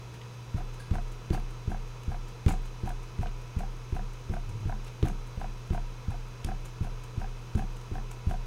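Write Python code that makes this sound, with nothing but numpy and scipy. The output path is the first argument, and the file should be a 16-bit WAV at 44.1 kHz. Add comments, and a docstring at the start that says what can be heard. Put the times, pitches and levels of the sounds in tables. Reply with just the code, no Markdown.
"""A low mains hum and a fan sound throughout; over them an ink pad is dabbed 22 times onto a rubber stamp. Each
impact rings the modes of the stamp's block and the desk and sets the microphone's stand swaying; a loose part
knocks on the first swings. Threads of tacky ink snap as the pad is pressed and peeled off. The plastic case
clicks and squeaks now and then, after the hardest dab the block rocks and drops back with a clatter, and once
the pad judders by stick-slip friction."""
import sys
import numpy as np
from scipy import signal
from scipy.fft import rfft, irfft
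from scipy.io import wavfile
from scipy.ndimage import uniform_filter1d

SR = 44100
rng = np.random.default_rng(int(sys.argv[2]) if len(sys.argv) > 2 else 0)


def materialize(psi):
    """Save the field psi as 16-bit PCM at rate SR to the path in sys.argv[1].

    A 1-D psi becomes a single channel; in a 2-D psi each row is a channel.
    """
    bounded = np.clip(np.atleast_2d(psi).T, -1, 1)
    quanta = np.round(bounded * 32767).astype(np.int16)
    wavfile.write(sys.argv[1], SR, quanta)


N = 373086

# Sustained tones, the mains hum first and then the fan's whines: (frequency [Hz], rms level [dB])
TONES = [(120, -44.7), (3462, -75.5), (3995, -70.7), (4662, -76.5), (5717, -85)]
# Impacts of the pad, with relative levels:
# (time [s], thump [dB], desk tuning [Hz], clack [dB], rattle [dB], time held down [s], peel [dB])
DABS = [(.541, -21, 90, -40, -39, .195, -63), (.91, -17, 84, -33, -31, .206, -64),
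        (1.303, -17.3, 76, -23.5, -31.5, .2, -67), (1.674, -21, 78, -37, -33, .2, -74),
        (2.076, -22, 77, -48, -36, .203, -65), (2.462, -10.7, 82, -24.5, -30, .187, -63),
        (2.831, -24.5, 72, -31, -31.5, .197, -68), (3.187, -21.5, 84, -35, -32.3, .223, -67),
        (3.563, -21, 74, -41, -34, .2, -74), (3.922, -21.5, 76, -37, -33, .208, -67),
        (4.294, -22, 76, -35, -32, .195, -64), (4.652, -24, 80, -41, -32.5, .19, -64),
        (5.027, -15.3, 74, -18.5, -33, .238, -67), (5.371, -27, 70, -44, -32.5, .2, -74),
        (5.703, -18.5, 77, -31, -31, .2, -73), (6.078, -21, 81, -56, -39, .2, -71),
        (6.444, -23.5, 80, -35, -32, .207, -58.5), (6.806, -21.5, 90, -40, -39, .227, -61),
        (7.173, -23, 86, -48, -34, .2, -74), (7.55, -18, 80, -26, -32.5, .21, -65),
        (7.912, -27, 82, -35, -34, .196, -59), (8.267, -18, 76, -40, -31.5, .2, -72)]
USUAL_THUMP_DB, USUAL_CLACK_DB, USUAL_RATTLE_DB = -21, -36, -33  # an ordinary dab


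def amp(db):
    return 10 ** (np.asarray(db) / 20)


def unit_rms(x):
    return x / np.sqrt(np.mean(x ** 2) + 1e-20)


def clock(seconds):
    return np.arange(int(seconds * SR)) / SR


def spectrum_db(points, hz):
    f, db = np.transpose(points)
    return np.interp(np.log(hz + 1), np.log(f + 1), db)


def add(mix, s, sound):
    part = mix[max(round(s * SR), 0):][:len(sound)]
    part += sound[:len(part)]


def colour(x, spectrum):
    """Minimum-phase filtering imposes a spectrum at unit power gain."""
    size = 2048
    log_gain = np.log(amp(spectrum_db(spectrum, abs(np.fft.fftfreq(size, 1 / SR)))))
    taps = np.fft.ifft(np.exp(np.conj(signal.hilbert(log_gain)))).real[:size // 2]
    return signal.oaconvolve(x, taps / np.linalg.norm(taps))[:len(x)]


def band_noise(edges_hz, count):
    band = signal.butter(2, edges_hz, "band", fs=SR, output="sos")
    return unit_rms(signal.sosfilt(band, rng.standard_normal(count)))


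def ring_band(hz, width, t60):
    """Overlapping damped modes act as a band of noise that decays exponentially."""
    t = clock(.2)
    edges = np.minimum(hz * np.exp(np.array([-width, width]) / 2), SR / 2 - 1)
    return band_noise(edges, len(t)) * amp(-60 * t / t60)


def ring_modes(modes, contact_s, rise_cycles, pitch=1, vary_db=2, detune=.019):
    """An impact response is the sum of damped modes convolved with the force pulse; its peak is 1."""
    t = clock(.4)
    free = np.zeros(len(t))
    for hz, db, t60 in modes:
        louder, sharper = rng.standard_normal(2)  # each blow lands a little differently
        cycles = hz * pitch * (1 + detune * sharper) * t
        envelope = amp(db + vary_db * louder - 60 * t / t60) * (1 - np.exp(-cycles / rise_cycles))
        free += envelope * np.cos(2 * np.pi * cycles)
    force = np.sin(np.pi * clock(contact_s) / contact_s) ** 2
    out = signal.fftconvolve(free, force)[:len(t)]
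    return out / abs(out).max()


def hardness(thump, clack):
    """Impact strength in dB above an ordinary dab, weighted from thump and clack."""
    return .7 * (thump - USUAL_THUMP_DB) + .35 * (clack - USUAL_CLACK_DB)


def mains_hum():
    """Alternating current drives a vibration of fixed frequency, heard as a pure tone."""
    hz, db = TONES[0]
    return np.sqrt(2) * amp(db) * np.sin(2 * np.pi * hz * np.arange(N) / SR)


def fan(air_db=-48.7, waver_hz=7):
    """Housing resonances shape broadband air noise; faint whines waver in pitch and swell."""
    # Air noise: (frequency [Hz], relative spectral level [dB])
    air_spectrum = [(15, -41), (30, -31), (58, -27.5), (92, -36), (135, -30), (170, -33), (245, -41.5),
                    (340, -37), (480, -37), (600, -44.5), (1300, -43.5), (1850, -50.5), (4300, -53),
                    (6500, -52.5), (7150, -61), (10000, -65), (15500, -70.5)]
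    # Peaks and a dip of the housing's response: (frequency [Hz], width [Hz], gain [dB])
    housing = [(467, 62, 2.5), (970, 116, 7.5), (1300, 66, 4), (2206, 150, 4), (2560, 200, 8),
               (3030, 50, 6), (4450, 340, -4.5), (5340, 600, -0.5)]
    # Swell of the whines: (time [s], gain [dB])
    whine_swell = [(0, 1), (2.7, .5), (3.7, -2.5), (4.5, -2), (5.1, 1), (8.4, -.5)]
    hz, t = np.fft.rfftfreq(N, 1 / SR), np.arange(N) / SR
    housing_db = sum(db / (1 + (2 * (hz - f) / width) ** 2) for f, width, db in housing)
    shape = amp(spectrum_db(air_spectrum, hz) + housing_db)
    out = amp(air_db) * unit_rms(irfft(rfft(rng.standard_normal(N)) * shape, N))
    swell_db = np.interp(t, *np.transpose(whine_swell))
    for f, db in TONES[1:]:
        drift = waver_hz * unit_rms(uniform_filter1d(rng.standard_normal(N), 2000))
        out += np.sqrt(2) * amp(db + swell_db) * np.sin(2 * np.pi * np.cumsum(f + drift) / SR)
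    return out


def crackles(fizz_db=5, crunch_db=7, grain_db=4, snaps_per_s=7000, tail=.41):
    """Shot noise: snapping ink threads and faint handling ticks are brief clumps of tiny impulses."""
    # Louder single crackles of tacky ink as the pad presses or lifts, and a few handling ticks:
    # (time [s], relative fizz [dB], relative crunch [dB], length [s])
    loud_crackles = [(.133, -70, -64, .03), (.795, -68, -63, .03), (1.325, -62, -53, .04),
                     (1.395, -69, -52, .007), (2.033, -61, -55, .005), (2.478, -50.5, -48, .024),
                     (2.517, -53.5, -53, .012), (2.889, -56, -52, .008), (3.587, -63, -57, .015),
                     (4.862, -66, -56, .03), (5.082, -57, -52, .008), (7.553, -57, -60, .006),
                     (7.812, -62.5, -57, .006), (8.287, -66, -59, .045)]
    # The bright part of a crackle: (frequency [Hz], relative spectral level [dB])
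    fizz_spectrum = [(1000, -17), (4000, -34.5), (6500, 16), (8500, 10), (10300, 7.5), (12500, -1.5),
                     (16000, -5.5)]
    # The darker part: (frequency [Hz], relative spectral level [dB])
    crunch_spectrum = [(200, 11.5), (600, 5), (1300, 5), (1900, -0.5), (2500, 5), (4000, -6.5),
                       (6000, -9.5), (9000, -16), (16000, -21.5)]
    presses, peels = [], []
    for s, thump, _, clack, _, held, peel in DABS:
        squeeze_db = .6 * hardness(thump, clack)
        presses.append((s + .019, squeeze_db - 68, squeeze_db - 60.5, .04))
        peels.append((s + held, peel, peel + 2, .016))
    faint_ticks = [(s, -71, -66, .012) for s in rng.uniform(0, N / SR, 14)]
    fizz, crunch, t = np.zeros(N), np.zeros(N), clock(.25)
    for s, high, mid, length in presses + peels + loud_crackles + faint_ticks:
        snaps = rng.standard_normal(len(t)) * amp(grain_db * np.minimum(rng.exponential(1, len(t)), 3))
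        snaps *= rng.random(len(t)) < snaps_per_s / SR
        envelope = np.minimum(t / (.19 * length), 1) * np.exp(-np.maximum(t / length - .6, 0) / tail)
        clump = unit_rms(snaps) * envelope
        add(fizz, s, amp(high + fizz_db) * clump)
        add(crunch, s, amp(mid + crunch_db) * clump)
    return colour(fizz, fizz_spectrum) + colour(crunch, crunch_spectrum)


def clicks_and_clatter(gain_db=-1):
    """Impulsive excitation rings a wide band of the plastic case's modes; after the hardest dab the stamp's
    block rocks and drops back with a lower clatter."""
    # Clicks of the case, and the block's clatter after the hardest dab: (time [s], relative level [dB], centre
    # [Hz], bandwidth [ratio], t60 [s])
    clicks = [(.138, -53, 2400, .8, .15), (.215, -43, 2800, .6, .024), (2.482, -35.5, 2900, .8, .016),
              (2.4842, -26, 750, 1.4, .02), (2.51, -38, 1300, 1.3, .035), (3.269, -41, 2360, .7, .029),
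              (4.88, -45.5, 3870, .8, .02), (5.0276, -31, 3600, .3, .007), (6.441, -42, 2770, .3, .02),
              (6.446, -33, 3900, 1.9, .017)]
    out = np.zeros(N)
    for s, db, hz, width, t60 in clicks:
        add(out, s, amp(db + gain_db) * ring_band(hz, width, t60))
    return out


def dabs(felt_s=.0033, edge_s=.0014, rebound_s=.047, tick_t60=.025, stiffening=.15):
    """Contact time limits bandwidth: the pad's edge ticks and clacks, then its felt thumps the desk."""
    # Modes of the desk: (nominal frequency [Hz], relative level [dB], t60 [s])
    desk_modes = [(66, -11, 0.15), (81.3, 3, 0.091), (99, -4, 0.099), (134, -6.5, 0.11),
                  (172, -17.5, 0.068)]
    # Modes of the stamp's block: (frequency [Hz], relative level [dB], t60 [s])
    block_modes = [(208.5, -6, 0.043), (255, 0.5, 0.043), (331, -5.5, 0.062), (350.6, 2.5, 0.06),
                   (415, 0.5, 0.058), (503, -13, 0.046), (720, -10, 0.035)]
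    # Tick of first contact: (frequency [Hz], relative spectral level [dB])
    tick_spectrum = [(300, -36), (700, 5), (1300, 7), (2000, 0), (3000, 1), (4500, -8), (6500, -11),
                     (15000, -28)]
    nominal_desk_hz = 79
    out, ticks, t = np.zeros(N), np.zeros(N), clock(.1)
    for s, thump, hz, clack, rattle, *_ in DABS:
        hard = hardness(thump, clack)
        seat_s = .0005 - .0001 * hard  # a harder dab seats sooner and more briefly
        contact_s = felt_s * amp(-stiffening * hard)
        # the desk is jolted a second time as the stand swings back
        for delay, db in (seat_s, thump + 1.6), (rebound_s, rattle - 4):
            desk = ring_modes(desk_modes, contact_s, .33, pitch=hz / nominal_desk_hz, vary_db=1.5)
            add(out, s + delay, amp(db) * desk)
        block = ring_modes(block_modes, edge_s, rise_cycles=.65, detune=.04)
        add(out, s + .0007, amp(clack - 2) * block)
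        add(ticks, s, amp(hard - 47.5 - 60 * t / tick_t60) * rng.standard_normal(len(t)))
    return out + colour(ticks, tick_spectrum)


def desk_shudder(gain_db=-6, clack_share=.36, rise_s=.0097, t60=.26):
    """Each impact spreads into the desk top's many close modes, which merge into decaying noise."""
    # The close modes taken together: (frequency [Hz], relative spectral level [dB])
    desk_spectrum = [(40, -34.5), (90, -0.5), (150, 1), (205, 3.5), (255, -7), (340, -7), (480, -19.5),
                     (650, -29.5), (1500, -33), (6000, -55)]
    out, t = np.zeros(N), clock(.3)
    envelope = (1 - np.exp(-t / rise_s)) * amp(gain_db - 60 * t / t60)
    for s, thump, _, clack, *_ in DABS:
        add(out, s, amp(thump + clack_share * (clack - thump)) * envelope * rng.standard_normal(len(t)))
    return colour(out, desk_spectrum)


def stand_sway(hz=30.74, t60=.74, gain_db=-19.5, rise_s=.064):
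    """The microphone's stand is a damped oscillator that swings wider when the desk is shaken harder."""
    out, t = np.zeros(N), clock(.82)
    swing = -np.sin(2 * np.pi * hz * t) * (1 - np.exp(-t / rise_s)) * amp(gain_db - 60 * t / t60)
    for s, thump, _, _, rattle, *_ in DABS:
        drive_db = .25 * (thump - USUAL_THUMP_DB) + .35 * (rattle - USUAL_RATTLE_DB)
        add(out, s, amp(drive_db) * swing)
    return out


def loose_knocks(contact_s=.0003, lead_s=.0012, hz=740, spread_hz=18, nominal_hz=750):
    """Impact rattling: on the stand's first swings a loose part strikes, rings and bounces once."""
    # Knocks after a dab: (delay [s], lag per rattle [s/dB], gain [dB], gain per hardness [dB/dB])
    swings = [(.028, 0, -12.5, 1.05), (.0436, .0005, .8, 0), (.0718, .0012, -.5, -.15)]
    # Modes of the loose part: (nominal frequency [Hz], relative level [dB], t60 [s])
    loose_modes = [(205, -7, 0.19), (755, 6.5, 0.04), (727, -5, 0.027), (822, -14.5, 0.043),
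                   (980, -7.5, 0.056), (1585, -2, 0.014), (1620, -2, 0.014), (2150, -6, 0.012),
                   (2560, -10, 0.015), (3760, -22, .008)]
    out = np.zeros(N)
    for s, thump, _, clack, rattle, *_ in DABS:
        for lag, lag_per_db, db, per_hardness in swings:
            at = s + lag + lag_per_db * (rattle - USUAL_RATTLE_DB)  # thrown harder, it lands later
            knock_db = rattle + db + per_hardness * hardness(thump, clack)
            pitch = (hz + spread_hz * rng.standard_normal()) / nominal_hz
            bounce_s, bounce_db = rng.uniform(.0023, .016), rng.normal(-13, 3)
            for delay, gain_db in (-lead_s, 1), (bounce_s, bounce_db):
                knock = ring_modes(loose_modes, contact_s, rise_cycles=1.98, pitch=pitch)
                add(out, at + delay, amp(knock_db + gain_db) * knock)
    return out


def case_squeaks(gain_db=-1):
    """Friction excites a few narrow resonances of the case, spaced like a bar's bending modes."""
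    # Squeaks: (time [s], relative level [dB], lowest partial [Hz], t60 [s])
    squeaks = [(.797, -52.5, 1620, .3), (1.33, -42.5, 4630, .05), (2.492, -48, 6860, .058)]
    # Partials of a squeak: (frequency [ratio], gain [dB], bandwidth [ratio])
    partials = [(1, 0, .06), (2.75, -5, .16), (5.9, -8, .13)]
    out = np.zeros(N)
    for s, db, hz, t60 in squeaks:
        for ratio, partial_db, width in partials:
            if hz * ratio < SR / 4:
                add(out, s, amp(db + partial_db + gain_db) * ring_band(hz * ratio, width, t60))
    return out


def judder(start_s=4.43, rise_s=.07, length_s=.265, release_s=.02, hz=104, waver_hz=9, level_db=-38.3):
    """Stick-slip friction shakes the desk at an uneven rate while the pad drags on the rubber."""
    t = np.arange(N) / SR - start_s
    drag = np.clip(t / rise_s, 0, 1) * np.clip(1 - (t - length_s) / release_s, 0, 1)
    slip_hz = hz + waver_hz * unit_rms(uniform_filter1d(rng.standard_normal(N), 600))
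    slips = np.sqrt(2) * np.sin(2 * np.pi * np.cumsum(slip_hz) / SR)
    rub = amp(-12) * band_noise([60, 190], N)
    return amp(level_db) * drag * (slips + rub)


def room(x, t60=.18, echoes_per_s=2500):
    """Reverberation of a small furnished room: sparse, fast-dying reflections with little bass or top."""
    t = clock(.4)
    echoes = rng.standard_normal(len(t)) * (rng.random(len(t)) < echoes_per_s / SR)
    echoes *= (t > .004) * amp(-60 * t / t60)
    walls = signal.butter(2, [450, 11000], "band", fs=SR, output="sos")
    return signal.oaconvolve(x, signal.sosfilt(walls, echoes / np.linalg.norm(echoes)))[:N]


def scene():
    """Direct sound and reflections superpose; the loose part is near the microphone, so nearly dry."""
    hands = dabs() + crackles() + clicks_and_clatter() + case_squeaks()
    loose = loose_knocks()
    reflections = room(amp(-8) * hands + amp(-14) * loose)
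    vibration = desk_shudder() + stand_sway() + judder()
    return (hands + loose + reflections + vibration + mains_hum() + fan())[None]


def record(dry):
    """A linear-phase low-pass filter limits the bandwidth."""
    cutoff_hz = 15900
    low_pass = signal.firwin(511, cutoff_hz, window=("kaiser", 9), fs=SR)
    return signal.oaconvolve(dry, low_pass[None], "same")


dry = scene()
out = record(dry)
materialize(out)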